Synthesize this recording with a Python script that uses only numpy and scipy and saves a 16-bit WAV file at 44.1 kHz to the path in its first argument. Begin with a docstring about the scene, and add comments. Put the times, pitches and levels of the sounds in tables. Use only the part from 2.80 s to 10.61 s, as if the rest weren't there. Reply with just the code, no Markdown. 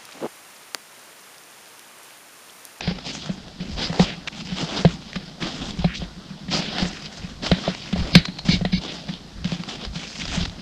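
"""A woodland trail in crusty snow: someone follows a hiker, carrying a camera in a small housing.
Bits of crust snap, each step crushes dense ice grains, and a sole sometimes rasps over ice.
Jolts knock the housing, which booms near 180 Hz; swings push rumbling air over the microphone.
A metal fitting clanks once, hard enough to overload the microphone, taps, jingles and scrapes twice.
A faint hiss lies beneath."""
import sys
import numpy as np
from scipy import signal
from scipy.fft import rfft, irfft, next_fast_len
from scipy.io import wavfile
from scipy.ndimage import uniform_filter1d

SR = 44100
rng = np.random.default_rng(int(sys.argv[2]) if len(sys.argv) > 2 else 0)


def int16_out(signal):
    """Quantize to a 16-bit WAV file."""
    q = np.round(np.clip(np.atleast_2d(signal).T, -1, 1) * 32767)
    wavfile.write(sys.argv[1], SR, q.astype(np.int16))


N = 344421
TIME_S = np.arange(N) / SR


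def undb(db):
    """Decibels to gain."""
    return 10 ** (np.asarray(db) / 20)


def unit(x):
    """Scale to rms 1."""
    return x / np.sqrt(np.mean(x ** 2))


def crest(x):
    """Scale the loudest 2 ms to rms 1."""
    power = np.abs(signal.hilbert(x)) ** 2 / 2
    return x / np.sqrt(uniform_filter1d(power, size=88).max())


def add(out, start_s, x):
    """Mix in a short sound."""
    i = max(int(start_s * SR), 0)
    out[i:i + len(x)] += x[:max(N - i, 0)]


def colour(x, spectrum, size=4096):
    """Causal filter through (Hz, dB) points, built from its cepstrum."""
    hz, db = np.transpose(spectrum)
    bin_hz = np.maximum(np.arange(size // 2 + 1) * SR / size, 1)
    gain = undb(np.interp(np.log(bin_hz), np.log(hz), db))
    cepstrum = irfft(np.log(gain))
    cepstrum[1:size // 2] *= 2
    cepstrum[size // 2 + 1:] = 0
    return signal.fftconvolve(x, irfft(np.exp(rfft(cepstrum))))[:len(x)]


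def ring(modes, t, detune=0):
    """Decaying modes, each mistuned at random with relative spread detune."""
    return sum(undb(db) * np.sin(2 * np.pi * hz * (1 + detune * rng.standard_normal()) * t)
               * np.exp(-np.log(1000) * t / t60_s) for hz, db, t60_s in modes)


def wander(rate_hz):
    """Smooth random drift, rms 1."""
    span = max(int(SR / rate_hz), 1)
    stairs = np.repeat(rng.standard_normal(N)[:N // span + 1], span)
    return unit(uniform_filter1d(stairs, span)[:N])


def grains(per_s, spread_db):
    """Random clicks of uneven size."""
    size = undb(spread_db * np.minimum(rng.exponential(size=N), 4))
    return unit((rng.random(N) < per_s / SR) * size * rng.choice([-1, 1], N))


def bursts(per_s, spread_db, fade_s):
    """Envelope of random, fast-fading bursts."""
    onsets = np.abs(grains(per_s, spread_db))
    return signal.fftconvolve(onsets, np.exp(-TIME_S[:SR // 50] / fade_s))[:N]


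def envelope(start_s, attack_s, hold_s, release_s):
    """Linear rise, hold, exponential decay."""
    t = TIME_S - start_s
    return np.clip(t / attack_s, 0, 1) * np.exp(-np.maximum(t - attack_s - hold_s, 0) / release_s)


# Each row: frequency in Hz, gain in dB.
HISS_SPECTRUM = [(100, 1.5), (700, -10), (1100, -4.5), (2500, -9), (3900, -0.5), (5100, -2), (6200, -9.5),
                 (9000, -19.5), (11000, -26), (13500, -30.5), (15000, -42)]

def hiss(level_db=-49.5):
    """Faint, steady noise."""
    return undb(level_db) * unit(colour(rng.standard_normal(N), HISS_SPECTRUM))


# Each row: frequency in Hz, gain in dB.
SNAP_SPECTRUM = [(150, -21.5), (700, 7.5), (1600, 2), (4400, 2), (6200, -5.5), (11000, -34)]
# Each row: start in seconds, level in dB, length in seconds, favoured pitch in Hz.
SHARP_SNAPS = [(0.008, -23, 0.0023, 1500), (0.351, -28, 0.0018, 5600), (1.474, -22.5, 0.011, 2600),
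               (1.602, -33, 0.011, 3030), (2.331, -26.5, 0.0017, 1940), (2.356, -25.5, 0.0069, 2150),
               (3.983, -19.5, 0.0018, 3380), (4.662, -22.5, 0.0086, 3160), (4.949, -26, 0.001, 2500),
               (5.453, -22, 0.0045, 4400), (5.586, -28, .008, 4500), (6.644, -25, 0.0012, 3820),
               (6.719, -26.5, 0.00082, 4000), (6.835, -27.5, 0.0022, 2540), (7.277, -38, 0.00088, 4000),
               (7.357, -30.5, 0.0012, 3400), (7.418, -24.5, 0.0013, 2390), (7.453, -26.5, .003, 4600),
               (7.478, -28, 0.0053, 3830), (7.531, -28, .001, 1500), (7.652, -25.5, 0.0077, 3360),
               (7.696, -32.5, 0.0016, 3550)]

def snaps():
    """Short sharp snaps: breaking crust, plus two light taps of the metal fitting (5.453 and 5.586 s)."""
    out, t = np.zeros(N), TIME_S[:SR // 16]
    for start_s, db, length_s, hz in SHARP_SNAPS:
        burst = rng.standard_normal(len(t)) * np.exp(-np.maximum(t - length_s, 0) / 0.0013)
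        resonance = [(hz / 2, 0), (hz, 7), (hz * 2, 0)]
        add(out, start_s, undb(db) * crest(colour(colour(burst, SNAP_SPECTRUM), resonance)))
    return out


# Each row: start and length in seconds, level in dB, relative crush and fizz in dB.
BOOT_SCUFFS = [(0.011, .1, -36.5, -3, -29), (0.149, 0.095, -45, -2.5, -24), (0.326, 0.028, -41.5, -20, 4),
               (0.653, 0.021, -50.5, 0, -43), (0.796, 0.15, -45, -7, -8), (1.011, 0.028, -28.5, -3.5, -15),
               (1.518, 0.096, -40.5, -4.5, -10.5), (1.643, 0.37, -38.5, -10, -12.5),
               (1.888, 0.026, -40, 0, -5), (2.085, 0.033, -37, -5, -10), (2.207, .1, -48.5, -4, -10),
               (2.335, .03, -44, -3, -14), (2.39, 0.097, -44.5, -5.5, -28), (2.741, 0.045, -39.5, -18, -11),
               (2.983, 0.071, -39.5, -4.5, -19), (3.187, .06, -42.5, 1, -12), (3.545, 0.17, -53, -13, -19),
               (3.83, 0.038, -38, -10, -12), (4.086, 0.18, -41, -7.5, -13.5), (4.311, 0.19, -45, -2.5, -8),
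               (4.973, 0.15, -42, -20, -10.5), (5.152, .17, -38, 1.5, -15), (5.646, 0.11, -34, -5.5, -9.5),
               (6.279, 0.073, -40.5, -9, -16), (6.715, 0.022, -43, -15, -7), (6.988, 0.053, -38.5, -3, -16),
               (7.226, 0.29, -40.5, -26, -8.5), (7.39, 0.028, -34, -11, -12), (7.573, 0.061, -34, -7, -21),
               (7.781, .03, -43, -12, -30)]
# Each row: start in seconds, heel level in dB, heel sinking and roll to the ball in seconds,
# ball level in dB, relative crush and fizz in dB.
FOOTFALLS = [(0.245, -35.5, 0.042, 0.21, -40.5, -5.5, -10), (0.959, -34, 0.051, .26, -29.5, 0, -12),
             (1.753, -33.5, 0.033, 0.21, -32, 0.5, -10), (2.598, -32.5, 0.058, 0.26, -37, -2, -13),
             (3.703, -28, 0.05, .298, -28.5, -4, -16), (4.613, -31, 0.039, 0.25, -34.5, -2.5, -13),
             (6.002, -37.5, 0.089, 0.15, -40.5, -4.5, -14), (6.633, -38.5, 0.086, 0.281, -34, -6, -12.5),
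             (7.129, -39, 0.047, 0.425, -29, -8.5, -6.5)]

def tread():
    """Boot contacts add in power. Returns crunch level, relative crush and relative fizz, in dB."""
    contacts = [(np.full(N, undb(-54.5)), 5.5, -12)]  # constant faint rustle
    for start_s, length_s, db, crush_db, fizz_db in BOOT_SCUFFS:
        scuff = undb(db) * envelope(start_s, 0.01, length_s - 0.01, release_s=0.028)
        contacts.append((scuff, crush_db, fizz_db))
    for start_s, heel_db, sink_s, roll_s, ball_db, crush_db, fizz_db in FOOTFALLS:
        # the heel cuts the crust; loose grains trickle on under it
        heel = undb(heel_db) * envelope(start_s, 0.023, sink_s, release_s=0.051)
        trickle = undb(heel_db - 8) * envelope(start_s, 0.023, roll_s, release_s=0.097)
        contacts.append((np.hypot(heel, trickle), crush_db, fizz_db))
        # the ball bears on duller snow below
        past_roll_s = TIME_S - start_s - roll_s
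        ball = undb(ball_db) * np.exp(-np.maximum(-past_roll_s / 0.051, past_roll_s / 0.064))
        contacts.append((ball, crush_db + 2.5, fizz_db))
    crunch = sum(force ** 2 for force, _, _ in contacts)
    crush = sum((force * undb(db)) ** 2 for force, db, _ in contacts)
    fizz = sum((force * undb(db)) ** 2 for force, _, db in contacts)
    return 10 * np.log10([crunch, crush / crunch, fizz / crunch])


def sole_cavities(x, spread_db=2.5, rate_hz=25):
    """Each half octave swells and sinks by itself as the cavities under the sole change."""
    size = next_fast_len(N)
    spectrum = rfft(x, size)
    bin_hz = np.arange(1, len(spectrum) + 1) * SR / size
    band_index = np.clip(2 * np.log2(bin_hz / 300), 0, 9)
    bands = (irfft(spectrum * np.maximum(1 - np.abs(band_index - k), 0), size)[:N] for k in range(10))
    return sum(band * undb(spread_db * wander(rate_hz)) for band in bands)


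# Four layers of snow noise. Each row: frequency in Hz, gain in dB.
CRUSH_SPECTRUM = [(120, -9.5), (260, 8.5), (450, 2.5), (740, 3), (980, -3), (1400, -4), (1900, -8),
                  (2800, -37)]
CRUNCH_SPECTRUM = [(900, -35.5), (1500, -4.5), (1900, -2.5), (2400, 0), (3200, 4), (4200, 0), (5100, 2),
                   (5900, -15.5), (6800, -12), (9000, -47.5)]
FIZZ_SPECTRUM = [(4200, -29.5), (5800, 8.5), (6600, 9), (7600, 2.5), (9000, -11.5), (11000, -21.5)]
PACKING_SPECTRUM = [(150, -21.5), (260, 16), (680, -16), (1200, -39)]

def snow(crunch_db, crush_db, fizz_db):
    """Ice grains break in little avalanches under the sole: low crush, crunch and fine fizz."""
    breaks_per_s = 3000 * undb(0.4 * (crunch_db - crunch_db.mean()))  # rises with pressure
    fine = unit(grains(breaks_per_s, spread_db=0) / np.sqrt(breaks_per_s))
    fine += undb(-8) * rng.standard_normal(N)
    lumps = bursts(per_s=55, spread_db=5.5, fade_s=0.0027)
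    breaks = fine * undb(1.26 * wander(170)) + undb(-8.5) * unit(lumps) * rng.standard_normal(N)
    crush = unit(colour(breaks, CRUSH_SPECTRUM)) * undb(crush_db)
    crunch = unit(colour(breaks, CRUNCH_SPECTRUM))
    fizz = unit(colour(breaks, FIZZ_SPECTRUM)) * undb(fizz_db)
    # full weight packs the deeper snow
    creak_db = -6.5 + 0.5 * np.minimum(crunch_db + 16.5, 0)
    creak = unit(colour(grains(400, spread_db=-3.5), PACKING_SPECTRUM)) * undb(creak_db)
    # lone plates crack louder in icier crust
    plates = bursts(per_s=70, spread_db=1, fade_s=0.00074) * rng.standard_normal(N)
    crackle = unit(colour(plates, SNAP_SPECTRUM)) * undb(np.minimum(fizz_db, -8) + 0.5)
    return (sole_cavities(crush + crunch + fizz + creak) + crackle) * undb(crunch_db)


# Housing modes. Each row: frequency in Hz, level in dB, T60 in seconds.
HOLLOW_MODES = [(178.6, 11, 0.085), (221, -6.5, 0.069), (277.6, -14, 0.077)]
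WALL_MODES = [(437, -3, 0.031), (546, 5.5, 0.022), (695, -2, 0.043), (955, -10.5, 0.026)]
# Each row: frequency in Hz, gain in dB.
TICK_SPECTRUM = [(300, 2), (1000, -11), (1900, 1.5), (2800, -1.5), (4100, 0.5), (5300, -15.5), (7000, -24),
                 (11000, -38)]
# Each row: time in seconds, then boom, clack and tick levels in dB.
JOLTS = [(0.076, -17.5, -24, -25.5), (0.111, -24.5, -26, -37.5), (0.494, -20.5, -27, -37),
         (0.801, -22.5, -42, -39.5), (1.097, -22, -32, -34.5), (1.197, -7, -10, -17),
         (1.719, -22.5, -37.5, -47.5), (1.828, -23.5, -36, -47), (1.987, -24.5, -36, -30.5),
         (2.05, -6.5, -7.5, -19.5), (2.36, -24, -29, -29), (2.624, -25.5, -28.5, -22),
         (2.986, -22, -46, -47.5), (3.045, -11, -16, -24), (3.22, -24, -28.5, -49),
         (3.502, -30, -54, -46.5), (3.684, -24, -36, -36), (3.736, -26, -23, -38.5), (3.791, -24, -29, -41),
         (4.02, -15.5, -28, -25), (4.053, -22.5, -31, -26.5), (4.441, -26, -42, -51.5),
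         (4.716, -10.5, -12.5, -13.5), (4.879, -17, -13, -29), (5.128, -15, -31.5, -25),
         (5.161, -24, -22, -35), (5.201, -22, -43, -31.5), (5.354, -3.5, -13, -8), (5.482, -24, -36, -31.5),
         (5.687, -9.5, -30, -20), (5.812, -19, -25, -37.5), (5.851, -19, -18, -19),
         (5.929, -16.5, -34, -29.5), (6.289, -25.5, -32, -32), (6.649, -19, -45, -36),
         (6.721, -20.5, -25, -32.5), (6.795, -25, -48, -36), (7.156, -25, -53, -32.5),
         (7.572, -18, -34, -35), (7.607, -24.5, -38, -47)]

def knocks():
    """A contact tick, the clack of the housing's walls, then a hollow boom that takes a cycle to build."""
    out, t = np.zeros(N), TIME_S[:SR // 5]
    for at_s, boom_db, clack_db, tick_db in JOLTS:
        boom = ring(HOLLOW_MODES, t, detune=0.04) * (1 - np.exp(-(t / 0.007) ** 2))
        clack = ring(WALL_MODES, t, detune=0.055) * (1 - np.exp(-t / 0.0008))
        contact_s = 0.0015 * undb(-0.5 * (tick_db + 16.5))  # softer touch, longer contact
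        push = t / contact_s * np.exp(1 - t / contact_s) + undb(-11) * np.exp(-t / 0.037)
        tick = colour(push * rng.standard_normal(len(t)), TICK_SPECTRUM)
        add(out, at_s - 0.001, undb(boom_db) * crest(boom) + undb(clack_db) * crest(clack))
        add(out, at_s - contact_s / 2, undb(tick_db) * crest(tick))
    return out


def murmur(crunch_db):
    """Fits of tiny jolts keep the housing ringing, more so under a step."""
    t, rattle = TIME_S[:SR // 5], 0
    for grip_tuning in (0.865, 0.98, 1.155):
        jolts = np.diff(grains(60, spread_db=2.5), prepend=0)  # push, then release
        boom = ring(HOLLOW_MODES, t * grip_tuning) * np.minimum(t / 0.0042, 1)
        rattle += signal.fftconvolve(jolts, boom)[:N]
    level_db = -39.5 + 0.26 * (crunch_db - crunch_db.mean())
    return unit(rattle * undb(2 * wander(14))) * undb(level_db)


# Each row: frequency in Hz, gain in dB.
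AIR_SPECTRUM = [(12, -12), (28, -3.5), (55, 2), (85, -4), (120, -9.5), (400, -68.5)]
# Each row: fastest moment in seconds, level in dB, half length in seconds.
CAMERA_SWINGS = [(0.103, -34, 0.044), (0.945, -32.5, 0.045), (1.08, -36, 0.053), (1.23, -28, 0.027),
                 (2.87, -34, 0.036), (3.02, -38, 0.038), (3.22, -35, 0.032), (4.543, -37.5, .1),
                 (4.725, -23.5, 0.03), (5.223, -30, 0.039), (5.703, -25.5, 0.04), (5.84, -34, 0.055),
                 (5.958, -24, 0.026), (6.625, -33, 0.051), (7.095, -20.5, 0.019), (7.598, -28.5, 0.096)]

def air_rumble(floor_db=-50):
    """Air over the microphone: a little always, a puff per jolt, a swell per swing."""
    air = colour(rng.standard_normal(N), AIR_SPECTRUM) * undb(3.1 * wander(13))
    puff_power = sum((undb(boom_db - 17.5) * envelope(at_s, 0.0011, 0, release_s=0.033)) ** 2
                     for at_s, boom_db, _, _ in JOLTS)
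    swing_power = sum(undb(db) ** 2 * np.exp(-((TIME_S - at_s) / half_s) ** 2)
                      for at_s, db, half_s in CAMERA_SWINGS)
    return unit(air) * np.sqrt(undb(floor_db) ** 2 + puff_power + swing_power)


# Each row: start and length in seconds, level in dB, first and last pitch in Hz.
SOLE_SLIDES = [(1.225, 0.14, -33.5, 2880, 2400), (3.045, 0.13, -36, 1690, 2200),
               (3.132, 0.065, -33, 3220, 4100), (3.693, .1, -29.5, 3440, 4500),
               (4.045, .06, -38, 4550, 5900)]

def slides(width_octaves=0.51):
    """A sole rakes the ice: a grainy band that glides as the contact shifts."""
    out = np.zeros(N)
    rake = grains(4000, spread_db=2.5) * undb(1.35 * wander(220))
    for start_s, length_s, db, first_hz, last_hz in SOLE_SLIDES:
        progress = np.linspace(0, 1, int(length_s * SR))
        centre_hz = first_hz * (last_hz / first_hz) ** progress
        clicks, rasp = rake[int(start_s * SR):][:len(progress)], 0
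        for hz in 700 * 2 ** (np.arange(11) / 3):
            bandpass = signal.butter(2, [hz / 1.13, hz * 1.13], "bandpass", fs=SR, output="sos")
            weight = np.exp(-(np.log2(hz / centre_hz) / width_octaves) ** 2 / 2)
            rasp += weight * signal.sosfiltfilt(bandpass, clicks)
        add(out, start_s, undb(db) * unit(rasp) * np.sin(np.pi * progress))
    return out


# Each row: frequency in Hz, level in dB.
PRESSED_MODES = [(1680, -14), (2180, 0), (2330, -2), (2790, -4), (3100, -6), (3500, 0), (3830, 0),
                 (4020, -2), (4280, 0), (4510, -1), (4660, -3), (4980, 0), (5130, -5), (5900, -11),
                 (6300, -14)]
# Each row: start in seconds, level in dB, then swell, hold and fade in seconds.
METAL_CONTACTS = [ (5.323, -25, 0.02, 0.0042, 0.003), (5.3505, -5, .003, .002, .0018),
                  (5.357, -24, 0.0051, 0.026, 0.0086), (5.676, -21, 0.04, 0.023, 0.016),
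                  (5.916, -30.5, 0.0096, 0.058, 0.0072)]

def fitting_scrapes(t60_s=0.04):
    """Metal on metal chatters through damped modes and shakes the housing; the hardest contact clanks."""
    out, t = np.zeros(N), TIME_S[:SR // 2]
    # neighbouring modes move in opposite directions
    modes = sum((-1) ** k * ring([(hz, db, t60_s)], t) for k, (hz, db) in enumerate(PRESSED_MODES))
    for start_s, db, swell_s, hold_s, fade_s in METAL_CONTACTS:
        slips = rng.standard_normal(len(t))
        chatter = unit(irfft(rfft(slips) * rfft(modes), len(t)))
        crack = undb(max(db + 6, -14)) * unit(colour(slips, TICK_SPECTRUM))
        force = envelope(0, swell_s, hold_s, fade_s)[:len(t)]
        shudder = undb(-29) * signal.fftconvolve(slips * force, ring(HOLLOW_MODES, t))[:len(t)]
        add(out, start_s, undb(db) * (force * (chatter + crack) + shudder))
    return out


# Each row: frequency in Hz, level in dB.
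FREE_MODES = [(3862, -1), (4100, 0), (4274, -2), (4549, -3)]
# Each row: start in seconds, level in dB.
JINGLES = [(5.356, -24), (5.450, -32), (5.585, -30)]

def fitting_jingles(t60_s=0.07):
    """The loose fitting bounces ever more lightly, which breaks up its ring."""
    out, t = np.zeros(N), TIME_S[:SR // 2]
    modes = ring([(hz, db, t60_s) for hz, db in FREE_MODES], t)
    for start_s, db in JINGLES:
        bounces = rng.standard_normal(len(t)) * (np.exp(-t / 0.008) + undb(-17) * np.exp(-t / 0.15))
        add(out, start_s, undb(db) * crest(signal.fftconvolve(bounces, modes)[:len(t)]))
    return out


def scene(muffle_hz=9300):
    """Boots, gear and air, muffled by the housing, over the hiss. Mono."""
    crunch_db, crush_db, fizz_db = tread()
    sounds = snow(crunch_db, crush_db, fizz_db) + snaps() + slides() + knocks()
    sounds += fitting_scrapes() + fitting_jingles() + murmur(crunch_db) + air_rumble()
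    housing = signal.butter(4, muffle_hz, fs=SR, output="sos")
    return (signal.sosfilt(housing, sounds) + hiss())[None]


def record(dry, top_hz=15200):
    """Clip at full scale, then cut the top."""
    lowpass = signal.ellip(8, 0.2, 70, top_hz, fs=SR, output="sos")
    return signal.sosfilt(lowpass, np.clip(dry, -1, 1))


dry = scene()
out = record(dry)
int16_out(out)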